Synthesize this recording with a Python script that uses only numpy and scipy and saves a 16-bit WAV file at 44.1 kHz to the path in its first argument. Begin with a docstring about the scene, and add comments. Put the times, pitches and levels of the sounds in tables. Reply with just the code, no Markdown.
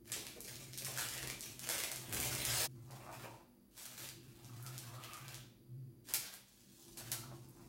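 """A plastic piping bag is twisted and crumpled in a bare kitchen: random micro-clicks, snaps and folds.
After a cut it is squeezed gently in quieter ticks of uneven size, with sharp snaps and squelches of icing.
The cake's board slides on the table: click-excited friction bands; bumps are brief damped knocks.
Decaying noise echoes and standing waves make the room, over a swelling hum, rumble, whine and hiss."""
import sys
import numpy as np
from scipy import signal
from scipy.fft import rfft, irfft, next_fast_len
from scipy.io import wavfile
from scipy.ndimage import uniform_filter1d, map_coordinates

SR = 44100
rng = np.random.default_rng(int(sys.argv[2]) if len(sys.argv) > 2 else 0)


def unload_audio(sound):
    """Save the sound as a 16-bit wav file, at the path given as the first command line argument."""
    columns = np.transpose(np.atleast_2d(sound))
    # keep every value between -1 and 1, then stretch to whole-number steps
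    steps = np.round(np.clip(columns, -1, 1) * 32767)
    wavfile.write(sys.argv[1], SR, steps.astype(np.int16))


N = 338864


# All dB columns are relative: layer gains and filters follow.
# Twists of the slack bag. Each row: start in seconds, length in seconds, crackle in dB, flexing sheet in dB.
TWISTS = [(0.035, 0.11, -53.5, -60), (0.075, 0.04, -60, -54), (0.115, 0.074, -46, -57.5),
          (0.22, 0.1, -73, -66.5), (0.41, 0.18, -50.5, -59.5), (0.7, 0.042, -46, -61.5),
          (0.76, 0.34, -49, -54.5), (0.97, 0.069, -43.5, -50.5), (1.09, 0.14, -64, -51),
          (1.39, 0.058, -47.5, -55.5), (1.59, 0.11, -45.5, -53), (1.68, 0.16, -44, -48.5),
          (1.9, 0.094, -52, -57), (2.03, 0.074, -69, -53.5), (2.1, 0.51, -41.5, -44.5),
          (2.38, 0.12, -39.5, -48), (2.47, 0.21, -35.5, -45), (2.56, 0.12, -35.5, -45)]
TWIST_ATTACK_S, TWIST_SAG_DB_PER_S, TWIST_RELEASE_S = 0.053, 5, 0.097
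# Ring of the sheet's largest facet. Each row: time in seconds, pitch in Hz.
FACET = [(0.1, 1730), (0.19, 2240), (0.8, 2350), (0.98, 1690), (1.1, 2200), (1.13, 1880), (1.5, 2550),
         (1.68, 2060), (2.4, 2150), (2.44, 1920), (2.62, 2470), (2.66, 2190)]
# Colour of the crackling film. Each row: frequency in Hz, density in dB per Hz.
FILM = [(1200, -62), (2500, -5.5), (4000, 3), (7000, 6), (11000, 1.5), (16000, -2)]
# Colour of the flexing sheet. Each row: frequency in Hz, density in dB per Hz.
SHEET = [(120, -45), (300, -4), (600, 0.5), (1100, -4), (1900, 0), (2800, -0.5), (4500, -14), (9000, -11.5)]


def crumpling(crowding=0.8, sparsest=0.24):
    """Twisting sets off ticks, crowded when hard; the sheet flexes, a facet rings, hands jostle the table."""
    crackling, flexing = film_and_sheet(TWISTS, TWIST_ATTACK_S, TWIST_SAG_DB_PER_S, TWIST_RELEASE_S)
    facet_hz, = curves(FACET)
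    density = np.maximum((crackling / crackling.max()) ** crowding, sparsest)
    ticks = crackle(rate_hz=1400 * density, spread_db=1.5, life_s=0.00056, clump_db=6.5)
    clicks = patchy(ticks / np.sqrt(density), depth_db=2.5)  # density leaves the loudness alone
    film = coloured(clicks, FILM)
    sheet = coloured(clicks, SHEET) + amp(-13.5) * gliding(clicks, facet_hz, half_width_hz=160)
    jostle = amp(-14.5) * resonant(noise(), [(51.3, 69, -2), (76, 12, -1)])
    return amp(-9.5) * crackling * film + amp(-5.0) * flexing * (sheet + jostle)


# Squeezes of the taut bag. Each row: start in seconds, length in seconds, crackle in dB, flexing sheet in dB.
SQUEEZES = [(2.64, 0.53, -73, -78.5), (2.81, 0.098, -64, -87), (2.88, 0.089, -57, -64),
            (2.98, 0.36, -65, -69), (3.1, 0.13, -60, -59.5), (3.7, 0.11, -64, -72),
            (3.745, 0.11, -51.5, -57), (3.88, 0.069, -56, -58), (3.955, 0.066, -50.5, -52.5),
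            (4.02, 0.014, -47.5, -50.5), (4.2, 0.27, -68.5, -67.5), (4.41, 0.2, -62, -66),
            (4.62, 0.34, -60.5, -58.5), (4.97, 0.41, -84, -56), (6.03, 0.066, -56, -64.5),
            (6.08, 0.051, -60, -53.5), (6.19, 0.14, -65, -54), (6.45, 0.9, -63.5, -74.5),
            (6.76, 0.25, -55, -85), (6.95, 0.17, -74, -59), (7.3, 0.7, -64.5, -86)]
SQUEEZE_ATTACK_S, SQUEEZE_SAG_DB_PER_S, SQUEEZE_RELEASE_S = 0.032, 0.5, 0.044
# Dull colour of a pushed crease. Each row: frequency in Hz, density in dB per Hz.
CREASE = [(200, -12), (500, 1), (1000, 0.5), (1600, 3), (2200, 1), (3200, 0), (6000, -6.5)]


def squeezing():
    """The taut bag gives quiet, loose ticks of uneven size in the fist."""
    crackling, flexing = film_and_sheet(SQUEEZES, SQUEEZE_ATTACK_S, SQUEEZE_SAG_DB_PER_S, SQUEEZE_RELEASE_S)
    ticks = crackle(rate_hz=830, spread_db=3.5, life_s=0.0014, clump_db=5.5)
    film = amp(-11.0) * crackling * coloured(ticks, FILM)
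    sheet = amp(-7.5) * flexing * coloured(ticks, CREASE)
    return film + sheet


# Single creases flipping. Each row: start in seconds, level in dB, body in dB re level, centre in Hz,
# bell width in octaves, rise in seconds.
SNAPS = [(0.0563, -56, 1, 8020, 1.7, 0.0011), (0.0658, -54, -14, 7000, 1.2, .001),
         (0.0783, -53, -12, 7000, 1.2, 0.0009), (0.1182, -35.5, 0.5, 6600, 1.4, 0.0024),
         (0.2666, -30, -17, 4500, 1.9, 0.0017), (0.4042, -26.5, -40, 12700, 0.96, 0.0017),
         (0.4469, -34, -21, 8000, 1.1, 0.00064), (0.462, -41, -12, 8000, 1, 0.00082),
         (0.5567, -33.5, -25, 5960, 1.5, .0005), (0.6405, -41, -24, 8000, 1, 0.00055),
         (0.7749, -29.5, -15, 10700, 1.8, 0.0015), (0.7865, -31, -26, 4560, 0.61, 0.0008),
         (0.8465, -27, -14, 8000, 1, 0.0012), (0.9385, -35, -29, 6470, 0.43, 0.0013),
         (0.966, -35, -26, 6500, .6, .001), (0.975, -24.5, -24, 9000, 0.98, 0.0009),
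         (1.0865, -26.5, -22, 6800, 0.76, 0.0011), (1.1372, -33.5, -10, 6140, 0.67, 0.00083),
         (1.155, -45, -17, 3500, 0.92, 0.00062), (1.168, -37, -24, 8000, .8, 0.00086),
         (1.1783, -29.5, -23, 6500, 0.8, 0.0011), (1.2227, -33, -24, 9800, 0.73, 0.00052),
         (1.2287, -32.5, -8, 5500, 0.87, 0.00094), (1.2727, -25, -23, 9100, 1.9, 0.0014),
         (1.2992, -28.5, -5.5, 5700, 0.92, 0.0013), (1.3948, -37, -19, 9900, 0.62, 0.00066),
         (1.4077, -27.5, -37, 7700, 0.7, 0.00075), (1.5195, -42, -22, 8000, 1, .0006),
         (1.5927, -30.5, -11, 8300, 0.86, 0.0013), (1.6726, -38, 6, 6940, 1.1, 0.00072),
         (1.6893, -23, -4, 8100, 0.44, 0.0011), (1.7809, -25, -13, 7100, 1.7, 0.00076),
         (1.8014, -26, -8, 6500, 1.8, 0.0013), (1.8364, -23, -12, 6000, 2.6, 0.0011),
         (1.9152, -26.5, -4, 8400, 0.58, 0.0019), (1.9595, -28, -11, 8150, 0.57, .0007),
         (2.0947, -39, -9, 10000, 0.84, .0007), (2.126, -28.5, -1, 11200, 0.6, 0.001),
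         (2.1456, -23, -29, 10000, 1, 0.001), (2.2014, -21, -17, 9700, 0.6, .0007),
         (2.2483, -25, -21, 9000, 0.74, 0.0012), (2.3501, -26, -13, 8040, 0.58, 0.0012),
         (2.4219, -35, -20, 9000, 1, 0.00059), (2.4499, -20.5, -11, 8000, 0.62, 0.0019),
         (2.5397, -31, -18, 9000, 1, .0008), (2.9084, -42, -22, 7950, 1, 0.0008),
         (3.1423, -49, -25, 8000, 1.2, .0006), (3.8553, -34, -6.5, 8400, 0.71, 0.00094),
         (4.0635, -41, -18, 11000, 1.4, 0.0011), (4.0887, -31, -26, 5030, 1.4, 0.0009),
         (4.4458, -43, -18, 6030, 0.65, .0007), (4.6259, -38, -20, 12500, 0.78, .0004),
         (4.6283, -36, -25, 13500, 0.38, .0004), (4.6639, -33, -25, 8000, 1.9, 0.00079),
         (4.7796, -27, -38, 9500, 1.6, 0.00059), (5.037, -39, -1, 4950, 1.7, 0.0012),
         (5.1345, -34, -13, 7100, 0.9, 0.00022), (5.1692, -38, -15, 10000, .9, 0.00045),
         (5.2808, -38.5, -1.5, 6130, 0.55, 0.00086), (5.3433, -33, -15, 6030, 0.85, 0.0013),
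         (6.0577, -54, -14, 8000, 1.2, .0015), (6.1372, -12.5, -19.5, 12000, 0.9, 0.0013),
         (6.305, -45, -28, 13500, 0.3, .0004), (6.339, -32.5, -25, 11400, 0.95, 0.0006),
         (7.1156, -16.5, -30, 11700, 1.3, 0.0024), (7.4874, -45.5, -24, 11500, 0.26, 0.00045)]


def snaps():
    """A crease flips in a jagged broadband burst that dies within milliseconds."""
    def flip(t, rise_s):
        u = t / rise_s
        shape = u * np.exp(-u)
        phases = np.angle(rfft(shape ** 2 * rng.standard_normal(len(t))))
        click = shape * irfft(np.exp(1j * phases), len(t))
        return click / np.linalg.norm(click)
    return amp(4.5) * bursts(SNAPS, flip, body_db=4.5)


# Whole folds collapsing. Each row: start in seconds, level in dB, body in dB re level, centre in Hz.
FOLDS = [(0.1179, -32.5, -18, 6400), (0.1371, -34.5, -7, 4030), (0.776, -33, -19, 12800),
         (0.848, -35, -12.5, 7900), (0.984, -33, 1.5, 8100), (1.008, -38, -0.5, 9000),
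         (1.698, -30.5, 0.5, 8540), (2.1303, -30.5, -32, 11300), (3.82, -44, -16, 7740),
         (4.6624, -45, -5, 6400), (5.045, -56, 0, 3000), (6.087, -42.5, -8, 7800), (6.14, -30, -9.5, 6100),
         (6.2549, -42, -20, 4130), (6.9725, -38.5, -10, 8100), (7.1202, -38, 2, 8700)]


def folds(life_s=0.014, ragged_db=4, octaves=0.88):
    """A fold gives way crease after crease, so its decay is ragged."""
    def run(t):
        steps = np.repeat(rng.standard_normal(len(t)), SR // 1500)[:len(t)]
        return np.exp(-t / life_s) * amp(ragged_db * steps) * rng.standard_normal(len(t))
    return amp(-13.5) * bursts([(*fold, octaves) for fold in FOLDS], run, body_db=3.0)


# Bright colour of a crack. Each row: frequency in Hz, density in dB per Hz.
CRACK = [(1200, -9), (2500, 2), (5000, 3.5), (8000, 2), (12000, 2.5), (16000, -6.5)]


def bursts(events, strike, body_db):
    """Each event plays a new strike as a bright crack around its own pitch and a duller push of the sheet."""
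    crack, body, t = np.zeros(N + SR), np.zeros(N + SR), np.arange(SR // 10) / SR
    for s, db, rel_db, centre_hz, octaves, *shape in events:
        start = max(round(s * SR), 0)
        wave = amp(db) * strike(t, *shape)

        def bell(hz):
            return unit(np.exp(-.5 * (np.log2((hz + 1) / centre_hz) / octaves) ** 2))
        crack[start:start + len(t)] += filtered(wave, bell)
        body[start:start + len(t)] += amp(rel_db + body_db) * wave
    return coloured(crack[:N], CRACK) + coloured(body[:N], CREASE)


# Facets popping through. Each row: start in seconds, peak in dB, pitch in Hz.
POPS = [(0.119, -37, 1780), (0.9745, -32, 1490), (0.9848, -30, 1690), (0.992, -40, 910),
        (1.0115, -34, 1380), (1.2734, -38, 1940), (1.2996, -33, 2320), (1.6891, -41, 1720),
        (1.7015, -39, 1580), (1.8014, -31, 2070), (1.8365, -33, 2080), (5.134, -43, 2320),
        (5.169, -53, 1890), (6.142, -32, 2300), (7.116, -46, 730), (7.121, -42, 2130)]
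POP_ATTACK_S, POP_CYCLES = 0.00031, 3.6


def pops():
    """A facet of the sheet turns inside out and rings for a few cycles."""
    return amp(-6.5) * ringing(POPS, POP_ATTACK_S, POP_CYCLES)


# Icing at the nozzle. Each row: start in seconds, length in seconds, level in dB, pitch in Hz.
SQUELCHES = [(5.027, 0.03, -60, 2950), (5.1, 0.051, -63, 2500), (5.225, 0.11, -66, 2690),
             (5.31, 0.12, -70, 3320)]
SQUELCH_ATTACK_S, SQUELCH_SAG_DB_PER_S, SQUELCH_RELEASE_S = 0.011, 12, 0.012


def squelching():
    """Tiny air pockets in the icing burst at the nozzle, around one pitch at a time."""
    bubbles = crackle(rate_hz=610, spread_db=1.5, life_s=0.00039, clump_db=-1.0)
    out = np.zeros(N)
    for start, length, db, hz in SQUELCHES:
        flow = strokes([(start, length, db)], SQUELCH_ATTACK_S, SQUELCH_SAG_DB_PER_S, SQUELCH_RELEASE_S)
        out += flow * resonant(bubbles, [(hz, 650, 0)])
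    return amp(-3) * out


# Pushes of the board. Each row: start in seconds, length in seconds, friction in dB.
PUSHES = [(2.72, 0.21, -77.5), (2.85, 0.14, -61.5), (2.99, 0.17, -58), (3.17, 0.11, -57.5),
          (3.28, 0.12, -69.5), (4.33, 0.23, -72), (4.55, 0.27, -66), (4.86, 0.28, -64.5),
          (6.74, 0.24, -80.5), (6.92, 0.097, -68), (7.11, 0.22, -67.5), (7.38, 0.13, -76),
          (7.53, 0.19, -68)]
PUSH_ATTACK_S, PUSH_SAG_DB_PER_S, PUSH_RELEASE_S = 0.05, -9, 0.023
# Colour of the scrape. Each row: frequency in Hz, density in dB per Hz.
FRICTION = [(250, -16), (480, 4), (700, 11), (930, 11.5), (1300, 5), (1700, -0.5), (2200, -0.5),
            (2750, -5.5), (3200, -58), (4500, -71), (8000, -58)]
# Board catching and crunching forward. Each row: start in seconds, length in seconds, level in dB.
CRUNCHES = [(2.996, 0.04, -59.5), (3.112, 0.0078, -59), (3.229, 0.017, -51.5)]
CRUNCH_ATTACK_S, CRUNCH_SAG_DB_PER_S, CRUNCH_RELEASE_S = 0.006, 30, 0.015
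# Colour of the crunch. Each row: frequency in Hz, density in dB per Hz.
CRUNCH = [(250, -16), (450, 0), (1000, -3), (2000, -10), (2750, -6.5), (3200, -29), (8000, -27)]


def sliding():
    """The cake board scrapes over the table in tiny slips; where it catches, it crunches."""
    pressure = strokes(PUSHES, PUSH_ATTACK_S, PUSH_SAG_DB_PER_S, PUSH_RELEASE_S)
    slips = patchy(crackle(rate_hz=520, spread_db=5.0, life_s=0.0003, clump_db=4.0), depth_db=1.5)
    catching = strokes(CRUNCHES, CRUNCH_ATTACK_S, CRUNCH_SAG_DB_PER_S, CRUNCH_RELEASE_S)
    grit = crackle(rate_hz=1200, spread_db=-3.5, life_s=0.0005, clump_db=0.5)
    scrape = amp(-4.0) * pressure * coloured(slips, FRICTION)
    return scrape + amp(-2.5) * catching * coloured(grit, CRUNCH)


# Board's edge chafing. Each row: start in seconds, length in seconds, level in dB, starting pitch in Hz.
CHAFES = [(3.048, 0.056, -56, 990), (3.288, 0.069, -55.5, 876), (4.475, 0.074, -63, 1230),
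          (4.579, 0.157, -61.5, 1290), (4.612, 0.033, -50, 1357), (4.853, 0.15, -58, 1070),
          (4.952, 0.06, -47.5, 1245), (5.069, 0.094, -56, 1199), (7.131, 0.055, -51.5, 1307),
          (7.21, 0.075, -58, 1298)]
CHAFE_ATTACK_S, CHAFE_SAG_DB_PER_S, CHAFE_RELEASE_S = 0.02, -1, 0.011
CHAFE_RISE_HZ_PER_S = 433  # the pitch climbs as a push gathers speed


def chafing(waver_hz=20, stutter_db=-0.5):
    """Friction locks on to a narrow band for a moment and glides upwards, wavering and stuttering."""
    out, t = np.zeros(N), np.arange(N) / SR
    slips = crackle(rate_hz=1200, spread_db=4.5, life_s=0.00065, clump_db=1.0)
    waver = waver_hz * wobble(40)
    stutter = unit(amp(stutter_db * wobble(70)))
    for start, length, db, start_hz in CHAFES:
        grip = strokes([(start, length, db)], CHAFE_ATTACK_S, CHAFE_SAG_DB_PER_S, CHAFE_RELEASE_S)
        pitch_hz = start_hz + waver + CHAFE_RISE_HZ_PER_S * np.clip(t - start, 0, length)
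        out += grip * gliding(slips, pitch_hz, half_width_hz=126)
    return amp(-9.5) * stutter * out


# Knocks of hands and full bag on the table. Each row: start in seconds, peak in dB, pitch in Hz.
BUMPS = [(0.163, -43.5, 384), (0.363, -46.5, 400), (0.882, -42, 685), (1.209, -48.5, 50.3),
         (1.229, -43, 340), (2.08, -48, 228), (2.09, -47.5, 122), (2.134, -41, 77.4), (2.139, -46, 550),
         (2.153, -61, 300), (2.171, -60, 253), (2.231, -49, 63), (2.395, -42.5, 68.6), (2.605, -42.5, 556)]
BUMP_ATTACK_S, BUMP_CYCLES, BUMP_PUFF_S = 0.0044, 0.84, 0.033
# Colour of the thud. Each row: frequency in Hz, density in dB per Hz.
THUD = [(30, -3), (60, -10), (100, 0), (200, -16), (400, 10), (700, 0), (1100, -2), (2200, -20)]


def bumps():
    """Soft contact with the table: a short dull knock inside a puff of thudding noise."""
    puffs = strokes([(s, BUMP_ATTACK_S, db) for s, db, _ in BUMPS], BUMP_ATTACK_S, 0, BUMP_PUFF_S)
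    thuds = puffs * unit(coloured(noise(), THUD))
    return amp(-3.5) * ringing(BUMPS, BUMP_ATTACK_S, BUMP_CYCLES) + amp(-13.0) * thuds


# Kitchen reverberation. Each row: frequency in Hz, 60 dB decay time in seconds.
WALLS = [(200, 0.8), (1500, 0.47), (4000, 0.61), (8000, 0.4), (15000, 0.37)]
# Standing waves of the kitchen. Each row: frequency in Hz, gain in dB.
ROOM_MODES = [(400, 3), (635, 7), (1580, 9), (1709, 10), (2140, 2), (2349, 12), (2663, 1), (3384, 2)]
MODE_WIDTH_HZ, WALL_DELAY_S = 5.1, .006


def kitchen(x, wet_db, early_db, early_life_s=0.017, near_db=-7, near_life_s=0.0016):
    """After a gap: nearest wall, early reflections and tail, changing as the hands move; standing waves ring."""
    out, hop = np.pad(x, (0, 2 * SR)), SR // 12
    hz, t, z = signal.stft(np.zeros(SR * 3 // 5), SR, nperseg=256)
    decay = amp(-60 * t / along(WALLS, hz)[:, None])
    for start in range(0, N, hop):
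        if not x[start:start + hop].any():
            continue
        tail = signal.istft(decay * np.exp(2j * np.pi * rng.random(z.shape)), nperseg=256)[1]
        echo_t = np.arange(len(tail)) / SR
        early = rng.laplace(size=len(tail)) * np.exp(-echo_t / early_life_s)
        near = rng.laplace(size=len(tail)) * np.exp(-echo_t / near_life_s)
        parts = [(wet_db, tail), (early_db, early), (near_db, near)]
        echo = sum(amp(db) * part / np.linalg.norm(part) for db, part in parts)
        wet = signal.fftconvolve(x[start:start + hop], echo)
        out[start + round(WALL_DELAY_S * SR):][:len(wet)] += wet

    def standing(f):
        damping = 1j * f * MODE_WIDTH_HZ
        return sum(amp(db) * damping / (c * c - f * f + damping) for c, db in ROOM_MODES)
    return out[:N] + filtered(x, standing)


# Swells of the hum. Each row: start in seconds, length in seconds, level in dB.
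SWELLS = [(0.09, 0.025, -53), (0.46, 0.29, -55.5), (0.82, 0.17, -50), (1.03, 0.2, -57.5),
          (1.21, 0.045, -49), (1.45, 0.21, -59), (1.91, 0.37, -58.5), (2.25, 0.1, -44),
          (2.45, 0.083, -42.5), (2.66, 0.26, -52.5), (3.04, 0.24, -56), (3.95, 0.78, -59.5),
          (4.43, 0.55, -51), (5.19, 0.2, -52), (5.67, 0.18, -48.5), (6.1, 0.91, -74.5), (7.01, 0.41, -53.5),
          (7.57, 0.097, -60.5)]
SWELL_ATTACK_S, SWELL_SAG_DB_PER_S, SWELL_RELEASE_S = 0.031, -3, 0.076
# Hum resonances. Each row: frequency in Hz, half-width in Hz, gain in dB.
DRONE = [(115.8, 6.6, -0.5), (129.9, 6.8, 3)]
# Rumble level. Each row: time in seconds, level in dB.
RUMBLE_LEVEL = [(0.0, -62), (0.15, -60.5), (0.6, -61.5), (1.28, -60.5), (1.5, -60), (1.75, -61.5),
                (2.07, -59), (2.14, -50.5), (2.65, -59), (2.74, -62), (3.25, -59.5), (3.55, -71.5),
                (3.9, -67), (4.2, -60.5), (5.62, -65.5), (6.2, -61.5), (6.48, -76), (7.04, -58.5),
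                (7.68, -60)]
# Rumble colour. Each row: frequency in Hz, density in dB per Hz.
RUMBLE = [(15, -20), (28, -8.5), (50, -5), (75, -15), (95, -10), (123, -1.5), (147, -10.5), (184, -10.5),
          (303, -10), (334, -16), (390, -13), (480, -30.5), (700, -41), (910, -97), (1540, -120)]
# Boom resonances in the rumble. Each row: frequency in Hz, half-width in Hz, gain in dB.
BOOM = [(243.7, 18.5, -5.5), (340.3, 16, 0)]
# Faint steady tones. Each row: frequency in Hz, half-width in Hz, gain in dB.
TONES = [(48, 6.7, -15), (195.9, 4.7, -8), (241.8, 2.9, -5)]
# Hiss colour. Each row: frequency in Hz, density in dB per Hz.
HISS = [(300, -19), (500, -4), (700, -14.5), (3000, -23.5), (5000, -22.5), (8000, -25.5), (11000, -16),
        (15000, -20), (16000, -8)]
WHINE_HZ, WHINE_DB, HISS_DB = 4700, -90, -69


def background():
    """Resonated and coloured noise: a beating, swelling hum, booming rumble, faint tones, whine and hiss."""
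    swell = strokes(SWELLS, SWELL_ATTACK_S, SWELL_SAG_DB_PER_S, SWELL_RELEASE_S)
    rumble_db, = curves(RUMBLE_LEVEL)
    drone = signal.hilbert(resonant(noise(), DRONE), next_fast_len(N))[:N]
    hum = amp(-3.0) * swell * unit(drone.real / (np.abs(drone) + 1))  # beats, but without large peaks
    boom = amp(-4.5) * resonant(noise(), BOOM)
    rumble = amp(rumble_db - 1.5) * (unit(coloured(noise(), RUMBLE)) + boom)
    whine = amp(WHINE_DB) * resonant(noise(), [(WHINE_HZ, 90, 0)])
    tones = amp(-71.5) * resonant(noise(), TONES)
    hiss = amp(HISS_DB) * unit(coloured(noise(), HISS))
    return hum + rumble + whine + tones + hiss


def crackle(rate_hz, spread_db, life_s, clump_db):
    """Micro-clicks of rms 1: decaying noise bursts of random size, arriving in small avalanches."""
    knots = np.arange(N) / SR * 110
    count = int(knots[-1]) + 2
    avalanche = amp(clump_db * np.interp(knots, np.arange(count), rng.standard_normal(count)))
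    size = amp(spread_db * np.minimum(rng.exponential(size=N), 3.5))
    power = (rng.random(N) < rate_hz * avalanche / SR) * size ** 2
    power = signal.lfilter([1], [1, -np.exp(-2 / (life_s * SR))], power)
    return unit(np.sqrt(power) * noise())


def patchy(x, depth_db):
    """Colour that shifts from moment to moment, as facets of the sheet change size."""
    z = signal.stft(x, nperseg=512)[2]
    field = uniform_filter1d(rng.standard_normal(z.shape), size=6, axis=0)
    field = uniform_filter1d(field, size=7, axis=1)
    return unit(signal.istft(z * amp(depth_db * unit(field)), nperseg=512)[1][:N])


def gliding(x, pitch_hz, half_width_hz):
    """A narrow band of rms 1, excited by x, whose centre follows a pitch curve."""
    carrier = np.sin(2 * np.pi * np.cumsum(pitch_hz) / SR)
    return unit(resonant(x, [(0, half_width_hz, 0)]) * carrier)


def strokes(rows, attack_s, sag_db_per_s, release_s):
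    """Movement gains: each builds up, sags (negative sag: grows) and dies away; they add in power."""
    power = np.zeros(N)
    for start, length, db in rows:
        first = max(round(start * SR), 0)
        t = np.arange(min(N - first, 2 * SR)) / SR
        rise = np.sin(np.pi / 2 * np.minimum(t / attack_s, 1)) ** 2
        release = np.exp(-np.maximum(t - length, 0) / release_s)
        power[first:first + len(t)] += (rise * amp(db - sag_db_per_s * t) * release) ** 2
    return np.sqrt(power)


def film_and_sheet(grips, *shape):
    """Each grip drives the crackle and the flexing sheet with the same envelope."""
    return (strokes([(s, length, db) for s, length, db, _ in grips], *shape),
            strokes([(s, length, db) for s, length, _, db in grips], *shape))


def ringing(rows, attack_s, cycles):
    """Each (s, peak dB, Hz) blow starts a vibration that dies within a few cycles."""
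    out, t = np.zeros(N + SR), np.arange(SR // 8) / SR
    for s, db, hz in rows:
        shape = (1 - np.exp(-t / attack_s)) * np.exp(-t * hz / cycles)
        out[round(s * SR):][:len(t)] += amp(db) * shape / shape.max() * np.sin(2 * np.pi * hz * t)
    return out[:N]


def wobble(rate_hz):
    """A smooth random curve, rate_hz knots a second."""
    return map_coordinates(rng.standard_normal(int(N * rate_hz / SR) + 4), [np.arange(N) * rate_hz / SR])


def amp(db):
    """Decibels to gain."""
    return 10 ** (np.asarray(db) / 20)


def unit(x):
    """Scale to rms 1."""
    return x / np.sqrt(np.mean(x ** 2) + 1e-20)


def along(points, hz):
    """(Hz, value) points read on a log axis."""
    f, v = np.transpose(points)
    return np.interp(np.log(hz + 1), np.log(f + 1), v)


def curves(rows):
    """One value per sample for each column after the time."""
    s, *cols = np.transpose(rows)
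    return [np.interp(np.arange(N) / SR, s, c) for c in cols]


def filtered(x, response):
    """x times a response of frequency."""
    m = next_fast_len(len(x) + 8192)
    return irfft(rfft(x, m) * response(np.fft.rfftfreq(m, 1 / SR)), m)[:len(x)]


def coloured(x, spectrum):
    """Shape x by a spectrum, keeping the power of a white input."""
    return filtered(x, lambda hz: unit(amp(along(spectrum, hz))))


def resonant(x, modes):
    """x through steep-sided resonances, 12 dB down at the half-width, at rms 1."""
    def response(f):
        return sum(amp(db) / (1 + ((f - hz) / half_width_hz) ** 2) ** 2 for hz, half_width_hz, db in modes)
    return unit(filtered(x, response))


def noise():
    """White noise for the whole scene."""
    return rng.standard_normal(N)


CUT_S = 2.667  # between crumpling and piping


def scene():
    """Two scenes, one short fade; the first's reverberation ends with it; later snaps are drier than the sliding."""
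    first = np.clip((CUT_S - np.arange(N) / SR) / 0.022 + .5, 0, 1)
    second = 1 - first
    flips, collapses = snaps() + pops(), folds()
    preparing = kitchen(first * (crumpling() + bumps() + flips + collapses), wet_db=1.1, early_db=-9)
    handling = squeezing() + squelching() + sliding() + chafing() + collapses
    piping = kitchen(second * handling, wet_db=-0.1, early_db=-1.0)
    snapping = kitchen(second * flips, wet_db=0.0, early_db=-3)
    return (first * preparing + piping + snapping + background())[None]


TOP_HZ = 15850


def record(dry, low_hz=38):
    """Roll off the deepest bass and keep nothing above the band limit."""
    return filtered(dry[0], lambda hz: (hz < TOP_HZ) / (1 + (low_hz / (hz + 1)) ** 6))[None]


dry = scene()
out = record(dry)
unload_audio(out)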